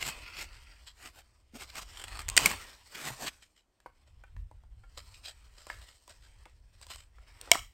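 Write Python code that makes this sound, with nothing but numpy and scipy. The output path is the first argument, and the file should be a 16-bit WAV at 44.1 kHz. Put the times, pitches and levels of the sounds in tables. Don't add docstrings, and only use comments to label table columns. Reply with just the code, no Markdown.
import sys
import numpy as np
from scipy import signal
from scipy.fft import rfft, irfft, next_fast_len
from scipy.io import wavfile
from scipy.ndimage import map_coordinates

SR = 44100
rng = np.random.default_rng(int(sys.argv[2]) if len(sys.argv) > 2 else 0)


def persist_wave(psi):
    counts = np.round(np.clip(psi, -1, 1) * 32767).astype(np.int16)
    wavfile.write(sys.argv[1], SR, np.atleast_2d(counts).T)


N = 340893

# t/s, tear level/dB, tear t60/s, ring level/dB
LIMB_CRACKS = [(2.2836, -25.5, 0.0066, -44.5), (2.2882, -19.5, 0.0084, -35.5), (2.2995, -18, 0.0041, -45),
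               (2.3664, -8, 0.007, -25.5), (2.3701, -12.5, 0.0088, -30), (2.3754, -8.5, 0.013, -6.5),
               (2.3775, -8, 0.01, -7.5), (2.389, -23.5, 0.011, -27.5), (2.404, -26.5, 0.0064, -32),
               (2.4095, -25.5, 0.0054, -33.5)]
# f/Hz, level/dB, t60/s
LIMB_MODES = [(766, -26, .04), (1570, -9, 0.0087), (1990, -3, 0.012), (2520, -1.5, 0.024),
              (3134, -5, 0.018), (4700, -6, 0.016), (7220, -7.5, 0.014)]
# t/s, tear level/dB, tear t60/s, ring level/dB
END_CRACKS = [(2.4581, -15.5, 0.0091, -20.5), (2.4592, -9.5, 0.01098, -8.5)]
# f/Hz, level/dB, t60/s
END_MODES = [(896, -20.5, 0.011), (2200, 1, 0.019), (2536, -3.5, .012), (4580, -20.5, .02)]


def limb_break():
    limb = fracture(LIMB_CRACKS, LIMB_MODES, rise=0.00022, sizzle_db=-2.5)
    short_end = fracture(END_CRACKS, END_MODES, rise=.0003, sizzle_db=6.0)
    return limb + short_end


# t/s, tear level/dB, tear t60/s, ring level/dB
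STICK_CRACKS = [(7.413, -31, 0.0069, -70), (7.5156, -2.5, 0.0083, -4), (7.518, -20, 0.0061, -13),
                (7.592, -44, 0.013, -35.5)]
# f/Hz, level/dB, t60/s
STICK_MODES = [(170, -29, 0.025), (694, -19, 0.083), (978, -20.5, 0.035), (2215, -2, 0.016),
               (2956, -2.5, 0.017), (3133, 1, 0.011), (3880, -11.5, 0.018), (5500, -6, 0.014)]


def stick_snap():
    return fracture(STICK_CRACKS, STICK_MODES, rise=0.00019, sizzle_db=4.0)


def fracture(cracks, modes, rise, sizzle_db):
    out, t = np.zeros(N), np.arange(SR // 6) / SR
    onset = 1 - np.exp(-t / rise)
    for start, tear_db, t60, ring_db in cracks:
        fibres = amp(tear_db) * tear(t, t60, sizzle_db)
        wood = amp(ring_db) * ring(modes, t)
        add(out, start, (fibres + wood) * onset)
    return out


# f/Hz, relative level per Hz/dB
TEAR_SPECTRUM = [(100, -18), (600, -11), (1500, -7.5), (3500, -2.5), (6000, -4.5), (7500, 1), (8800, 0.5),
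                 (9600, -14), (10600, -20), (12300, -8.5), (14000, -15), (15500, -14)]


def tear(t, t60, sizzle_db=0):
    fade = amp(-60 * t / t60)
    sizzle = [(7000, 0), (12000, sizzle_db)]
    burst = coloured(fade * rng.standard_normal(len(t)), TEAR_SPECTRUM, sizzle)
    return unit(burst) * np.sqrt(np.mean(fade ** 2))


def ring(modes, t):
    return sum(amp(db - 60 * t / t60) * np.sin(2 * np.pi * (hz * t + rng.random())) for hz, db, t60 in modes)


# t/s, level/dB, pitch f/Hz, ring t60/s, tick level relative to the knock/dB
KNOCKS = [(1.755, -33.5, 2210, .022, -2), (3.425, -44, 2374, 0.014, -5), (3.802, -55.5, 1665, .025, 0),
          (3.86, -35, 932, 0.041, -25), (4.237, -44, 1498, .036, -16), (4.365, -37, 1756, 0.011, -24),
          (4.513, -48, 856, .036, -12), (4.636, -55.5, 873, 0.033, -12.5), (4.836, -52, 1396, 0.065, -18),
          (4.975, -44.5, 907, 0.03, -9), (5.668, -39.5, 1060, 0.035, 0.5), (5.7, -26, 1724, 0.022, -21),
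          (6.078, -48, 1005, 0.034, 5.5), (6.455, -42, 2180, .02, -12), (6.459, -47, 920, .07, -14),
          (6.814, -54, 1040, 0.021, 13), (6.867, -50, 1010, 0.025, 9.5), (6.902, -43, 1029, 0.09, 4),
          (6.959, -45.5, 1100, 0.017, 10), (7.184, -50, 1350, .032, -18), (7.548, -25, 1880, 0.014, -20),
          (7.5543, -16, 1114, 0.011, -12)]
# multiple of the pitch, mean level/dB
BENDING_MODES = [(.36, -13.5), (.55, -9), (.76, -12), (1, -1.5), (1.22, -12.5), (1.6, -13), (2.3, -20.5)]


def knocks(scatter_db, rise, chatter_db, chatter_width):
    out, t = np.zeros(N), np.arange(SR // 8) / SR
    onset = 1 - np.exp(-t / rise)
    for start, db, pitch, t60, tick_db in KNOCKS:
        modes = [(pitch * k, level + rng.normal(0, scatter_db), t60) for k, level in BENDING_MODES]
        wood = ring(modes, t)
        body = resonant([(pitch * k, pitch * chatter_width, level) for k, level in BENDING_MODES], floor_db=-50)
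        chatter = unit(coloured(rng.standard_normal(len(t)), body)) * amp(chatter_db - 60 * t / t60)
        tick = amp(tick_db) * tear(t, t60=.009)
        blow = wood / np.abs(wood).max() + chatter + tick
        add(out, start, amp(db) * blow * onset)
    return out


# crest t/s, length/s, level/dB, body tilt/dB
CRUNCHES = [(.026, 0.024, -33, -10.5), (.083, 0.078, -34.5, -1.5), (.418, 0.097, -43, -3),
            (1.062, 0.098, -48, 1), (1.19, 0.083, -54.5, 3), (1.566, 0.035, -46, 9.5),
            (1.627, 0.059, -43, -2.5), (1.702, 0.012, -43.5, -19), (1.785, 0.056, -40.5, 0.5),
            (1.827, 0.029, -44, -1), (2.402, 0.038, -34.5, 1), (2.462, 0.083, -29, 1.5),
            (2.51, 0.078, -35, 1.5), (2.955, .016, -39.5, -8), (3.01, 0.12, -43, -1),
            (3.077, .075, -35.5, 2.5), (3.107, 0.013, -41, 16), (3.132, 0.038, -45.5, 4),
            (3.24, .08, -39.5, 7), (3.28, .036, -32, -13)]
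# share of length swelling, curvature of swell, curvature of fall, drop at both ends/dB,
# fizz/dB, fizz per body/(dB per dB)
CRUNCH_SHAPE = (.65, 1.5, 1.5, 12, .5, 0.42)
# f/Hz, relative level per Hz/dB
SNOW_SPECTRUM = [(76, -30.5), (130, -2.5), (202, -6.5), (410, -4), (491, -6.5), (735, -2.5), (2010, -2),
                 (2510, -1), (3750, -6.5), (5080, -6), (5960, -11), (8070, -5.5), (10300, -22.5),
                 (12800, -14), (16000, -23.5)]
TRICKLE_DB, TRICKLE_T60_S = -21, .5


def snow():
    crunch = strokes(CRUNCHES, CRUNCH_SHAPE, [SNOW_SPECTRUM], rate=3500, spread_db=2.5, smooth_db=-2.5,
                     clump_db=1.8, clump_rate=280)
    power_fade = amp(-60 * np.arange(SR) / SR / TRICKLE_T60_S) ** 2
    power_trail = signal.fftconvolve(crunch ** 2, power_fade / power_fade.sum())[:N]
    loosened = np.sqrt(np.abs(power_trail))
    crumb_tilt = [(600, -3), (2400, -2.5)]
    crumbs = unit(coloured(grains(N, rate=1500, spread_db=3.5, smooth_db=0), SNOW_SPECTRUM, crumb_tilt))
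    return crunch + amp(TRICKLE_DB) * loosened * crumbs


# crest t/s, length/s, level/dB, body tilt/dB
PRESSES = [(1.998, .06, -44, 1), (2.17, .17, -46, 3)]
# crest t/s, level/dB
SLIPS = [(1.974, -49), (2.016, -45), (2.04, -40), (2.082, -44), (2.192, -37), (2.213, -43)]
SLIP_S, SLIP_BODY_DB = 0.023, -1
# share of length swelling, curvature of swell, curvature of fall, drop at both ends/dB,
# fizz/dB, fizz per body/(dB per dB)
PRESS_SHAPE = (0.67, 1, 1, 12, 2, -0.66)
SLIP_SHAPE = (0.14, 1.3, 1.5, 23, 1.1, .1)
# f/Hz, width/Hz, level/dB
SOLE_BODY = [(1330, 230, 1), (2260, 220, -6.5), (3300, 320, 0), (4531, 350, -2.5), (8730, 1500, -1.5)]


def sole():
    colour = [SNOW_SPECTRUM, resonant(SOLE_BODY, floor_db=-6.5)]
    grind = strokes(PRESSES, PRESS_SHAPE, colour, rate=1100, spread_db=5, smooth_db=-6.5,
                    clump_db=2.0, clump_rate=200)
    slip_rows = [(crest, SLIP_S, db, SLIP_BODY_DB) for crest, db in SLIPS]
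    jerks = strokes(slip_rows, SLIP_SHAPE, colour, rate=2600, spread_db=2.6, smooth_db=-6,
                    clump_db=2, clump_rate=290)
    return grind + jerks


# t/s, level/dB
DRAG = [(0.1, -31), (0.154, -62), (0.284, -46.5), (0.314, -51.5), (0.418, -42.5), (0.458, -58.5),
        (0.662, -66), (0.668, -57), (0.84, -71)]
# f/Hz, width/Hz, level/dB
DRAG_BODY = [(940, 110, -14), (1383, 54, 5.5), (2050, 250, 3.5), (2580, 190, 8), (2900, 210, -4),
             (4600, 480, -1.5), (5200, 330, -6.5)]


def drag(clump_db, clump_rate, fade_s):
    t = np.arange(N) / SR
    first, last = DRAG[0][0], DRAG[-1][0]
    sliding = np.clip(np.minimum(t - first, last - t) / fade_s, 0, 1)
    slips = grains(N, rate=2000, spread_db=3, smooth_db=.5) * amp(clump_db * wobble(N, clump_rate))
    singing = unit(coloured(slips, resonant(DRAG_BODY, floor_db=-39)))
    return sliding * amp(curves(DRAG)[0]) * singing


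# crest t/s, length/s, level/dB, body tilt/dB
RUBS = [(.535, 0.069, -56, -10), (.875, 0.047, -49.5, -9), (3.428, 0.044, -57.5, -27),
        (3.57, 0.059, -65, -14), (4.075, 0.052, -68.5, 6), (4.978, 0.041, -47, 2), (5.145, .03, -52, -32),
        (5.252, 0.053, -43, -15), (5.284, 0.043, -43, -0.5), (5.585, 0.11, -57, 3.5),
        (5.7, 0.087, -52.5, 5), (5.819, 0.038, -56.5, -1), (5.88, .09, -57.5, -5), (6.098, 0.047, -53.5, 8),
        (6.235, 0.089, -61, -1), (6.826, 0.032, -53, -6), (6.907, .06, -43, -8.5), (6.985, 0.073, -58, -2)]
# share of length swelling, curvature of swell, curvature of fall, drop at both ends/dB,
# fizz/dB, fizz per body/(dB per dB)
RUB_SHAPE = (.24, 1.4, 1.5, 12.5, 5.8, 0.12)
# f/Hz, relative level per Hz/dB
BARK_SPECTRUM = [(130, -54), (220, -17), (693, -7.5), (758, -8), (1010, -9.5), (1280, -1.5), (1790, -6),
                 (2070, -6), (4020, -8.5), (5450, -9.5), (6070, -20), (7950, -8.5), (10600, -37.5),
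                 (12400, -22.5), (16000, -37)]
# f/Hz, width/Hz, level/dB
BUNDLE_BODY = [(590, 77, -0.5), (976, 70, 0.5), (1910, 130, -1), (2523, 90, -3), (3130, 260, -0.5),
               (4000, 110, -1.5), (5000, 180, -2)]


def bark_rubs():
    colour = [BARK_SPECTRUM, resonant(BUNDLE_BODY, floor_db=-6.5)]
    return strokes(RUBS, RUB_SHAPE, colour, rate=2400, spread_db=3.2, smooth_db=-0.5,
                   clump_db=3.0, clump_rate=232)


# crest t/s, length/s, level/dB, body tilt/dB
SPLINTERS = [(7.425, 0.11, -58, 18), (7.483, 0.051, -55.5, 21), (7.53, 0.044, -39, 7)]
# share of length swelling, curvature of swell, curvature of fall, drop at both ends/dB,
# fizz/dB, fizz per body/(dB per dB)
SPLINTER_SHAPE = (0.2, 1.5, 1.6, 9, 10, -0.4)


def splinter_drag():
    return strokes(SPLINTERS, SPLINTER_SHAPE, [BARK_SPECTRUM], rate=1200, spread_db=5.5, smooth_db=-20.0,
                   clump_db=4.0, clump_rate=310)


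def strokes(rows, shape, spectra, rate, spread_db, smooth_db, clump_db, clump_rate):
    out = np.zeros(N)
    rise_share, rise_power, fall_power, edge_db, fizz_db, fizz_per_body = shape
    for crest, length, db, body_db in rows:
        rise = length * rise_share
        fall = length - rise
        t = np.arange(-2 * rise, 3 * fall, 1 / SR)
        before, after = np.abs(t / rise) ** rise_power, np.abs(t / fall) ** fall_power
        swell = amp(-edge_db * np.where(t < 0, before, after))
        slips = grains(len(t), rate, spread_db, smooth_db) * amp(clump_db * wobble(len(t), clump_rate))
        tilt = [(600, body_db), (2400, 0), (7500, fizz_db + fizz_per_body * body_db)]
        add(out, crest - 2 * rise, amp(db) * swell * unit(coloured(slips, tilt, *spectra)))
    return out


def grains(size, rate, spread_db, smooth_db):
    hits = rng.random(size) < rate / SR
    signs = rng.choice([-1, 1], size)
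    strength = amp(spread_db * np.minimum(rng.exponential(size=size), 3))
    hiss = amp(smooth_db) * rng.standard_normal(size)
    return unit(unit(hits * signs * strength) + hiss)


# t/s, level/dB, pitch f/Hz, t60/s
THUDS = [(1.535, -40.5, 227, 0.045), (1.552, -36.5, 249, 0.055), (2.462, -23.5, 181, 0.044),
         (3.108, -39.5, 129.8, 0.14)]


def thuds(rise):
    out, t = np.zeros(N), np.arange(SR // 4) / SR
    for start, db, hz, t60 in THUDS:
        add(out, start, ring([(hz, db, t60)], t) * (1 - np.exp(-t / rise)))
    return out


# t/s, cloth level/dB, hiss level/dB
RUSTLE = [(0, -46.5, -52.5), (0.5, -60.5, -67.5), (0.95, -67.5, -68.5), (1.33, -74, -75.5), (1.5, -76, -81),
          (1.68, -59, -61), (2.33, -51, -61), (2.56, -43.5, -49.5), (2.8, -60.5, -62), (3.15, -55.5, -56),
          (3.38, -86, -69), (3.68, -86, -89), (3.98, -75, -80.5), (4.72, -79, -85), (5.05, -65.0, -64.0),
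          (5.5, -67, -70.5), (5.76, -60.5, -61.5), (6.02, -72.5, -68.5), (6.4, -66, -70.5),
          (6.62, -77.5, -79), (6.87, -65, -66.5), (7.12, -73.5, -80.5), (7.48, -53.5, -58)]
# f/Hz, relative level per Hz/dB
CLOTH_SPECTRUM = [(100, -18), (300, -4), (600, -5), (1050, 0), (1800, -2), (2600, -2), (3600, -5),
                  (5000, -27.5)]
HISS_SPECTRUM = [(2800, -24.5), (4200, 2.5), (5400, 2.5), (6300, -5.5), (8400, 2), (9500, -10),
                 (10600, -20.5), (12700, -10.5), (16000, -18)]
SETTLE_S, SETTLE_DB_PER_S = 7.52, 121


def rustle(cloth_db, hiss_db, flutter_db, body_floor_db):
    cloth_level, hiss_level = curves(RUSTLE)
    settled_db = SETTLE_DB_PER_S * np.maximum(np.arange(N) / SR - SETTLE_S, 0)
    motion_db = flutter_db * wobble(N, rate=39) - settled_db
    body = resonant(BUNDLE_BODY, body_floor_db)
    cloth = unit(coloured(grains(N, rate=2300, spread_db=4.0, smooth_db=2.0), CLOTH_SPECTRUM, body))
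    hiss = unit(coloured(grains(N, rate=900, spread_db=5.5, smooth_db=1.5), HISS_SPECTRUM))
    return amp(cloth_level + cloth_db + motion_db) * cloth + amp(hiss_level + hiss_db + motion_db) * hiss


def patchy(x, depth_db, width_hz, life):
    z = signal.stft(x, nperseg=512)[2]
    across_pitch = signal.windows.gaussian(61, width_hz * 512 / SR)
    across_time = signal.windows.gaussian(61, life * SR / 256)
    patch = np.outer(across_pitch, across_time)
    field = unit(signal.fftconvolve(rng.standard_normal(z.shape), patch, "same"))
    return signal.istft(z * unit(amp(depth_db * field)), nperseg=512)[1][:N]


# f/Hz, t60/s
TREES = [(150, .3), (700, 0.18), (2800, .55), (8000, 0.49), (15000, 0.62)]


def forest(x, wet_db, build, reach):
    echoes = grains(SR, rate=2300, spread_db=4.5, smooth_db=-5)
    hz, t, z = signal.stft(echoes, SR, nperseg=256)
    t60 = reach * along(TREES, hz)[:, None]
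    fade = amp(-60 * t / t60) * (1 - np.exp(-t / build))
    tail = signal.istft(z * fade, SR, nperseg=256)[1]
    return x + amp(wet_db) * signal.fftconvolve(x, tail / np.linalg.norm(tail))[:N]


# t/s, level/dB
AIR = [(0.0, -54), (0.04, -50.5), (1.31, -64.5), (2.37, -45), (2.88, -68.5), (3.25, -58.5), (3.64, -85),
       (4.05, -58.5), (4.3, -56), (4.37, -38), (4.5, -54), (5.64, -57), (5.77, -49.5), (6.03, -73),
       (6.11, -57.5), (7.45, -59), (7.6, -52.5), (7.73, -63.5)]
# f/Hz, relative level per Hz/dB
RUMBLE_SPECTRUM = [(15, -13.5), (30, -4), (47, 0), (65, -4), (100, -10.5), (150, -28.5), (250, -38),
                   (600, -70)]


def air(level_db, eddy_db, eddy_rate):
    puffs = amp(curves(AIR)[0] + level_db + eddy_db * wobble(N, eddy_rate))
    return coloured(puffs * rng.standard_normal(N), RUMBLE_SPECTRUM)


# f/Hz, relative level per Hz/dB
HUSH_SPECTRUM = [(100, 3.5), (300, 5.5), (800, 2), (2000, -11), (5000, -14), (8500, -13), (10500, -25),
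                 (13000, -20.5), (16000, -27.5)]


def hush(level_db):
    return amp(level_db) * unit(coloured(rng.standard_normal(N), HUSH_SPECTRUM))


def amp(db):
    return 10 ** (np.asarray(db) / 20)


def unit(x):
    return x / np.sqrt(np.mean(x ** 2) + 1e-20)


def along(points, hz):
    f, v = np.transpose(points)
    return np.interp(np.log(hz + 1), np.log(f + 1), v)


def curves(rows):
    s, *cols = np.transpose(rows)
    return [np.interp(np.arange(N) / SR, s, c) for c in cols]


def add(track, s, sound):
    start = round(s * SR)
    room, sound = track[max(start, 0):], sound[max(-start, 0):]
    room[:len(sound)] += sound[:len(room)]


def coloured(x, *spectra):
    size = 2 * next_fast_len(len(x) // 2 + SR // 20)
    hz = np.fft.rfftfreq(size, 1 / SR)
    gain = unit(amp(sum(along(p, hz) for p in spectra)))
    cepstrum = irfft(np.log(gain))
    cepstrum[1:size // 2] *= 2
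    cepstrum[size // 2 + 1:] = 0
    return irfft(rfft(x, size) * np.exp(rfft(cepstrum)))[:len(x)]


def resonant(body, floor_db):
    hz = np.geomspace(100, SR / 2, 1500)
    peaks = sum(amp(db) ** 2 / (1 + (2 * (hz - fc) / width) ** 2) for fc, width, db in body)
    return np.column_stack([hz, 10 * np.log10(amp(floor_db) ** 2 + peaks)])


def wobble(size, rate):
    knots = rng.standard_normal(int(size * rate / SR) + 4)
    return map_coordinates(knots, [np.arange(size) * rate / SR])


def scene():
    woods = forest(limb_break(), wet_db=-17.5, build=0.0018, reach=0.86)
    woods += forest(stick_snap(), wet_db=-17, build=0.0089, reach=0.51)
    bundle = knocks(scatter_db=1, rise=0.00043, chatter_db=-8.5, chatter_width=.3)
    woods += forest(bundle, wet_db=-7, build=0.0034, reach=0.65)
    rubbing = snow() + sole() + drag(clump_db=2.5, clump_rate=100, fade_s=0.032)
    rubbing += bark_rubs() + splinter_drag()
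    rubbing += rustle(cloth_db=-3.5, hiss_db=-2, flutter_db=2.43, body_floor_db=-1)
    rubbing = patchy(rubbing, depth_db=2.5, width_hz=80, life=.03)
    background = hush(level_db=-79.5) + air(level_db=-.5, eddy_db=2.0, eddy_rate=11)
    return (woods + rubbing + thuds(rise=0.0025) + background)[None]


TOP_HZ = 16000


def record(dry):
    held = dry / (1 + dry ** 6) ** (1 / 6)
    size = next_fast_len(N + SR // 2)
    hz = np.fft.rfftfreq(size, 1 / SR)
    low_pass = 1 / (1 + (hz / TOP_HZ) ** 120)
    return irfft(rfft(held, size) * low_pass, size)[:, :N]


dry = scene()
out = record(dry)
persist_wave(out)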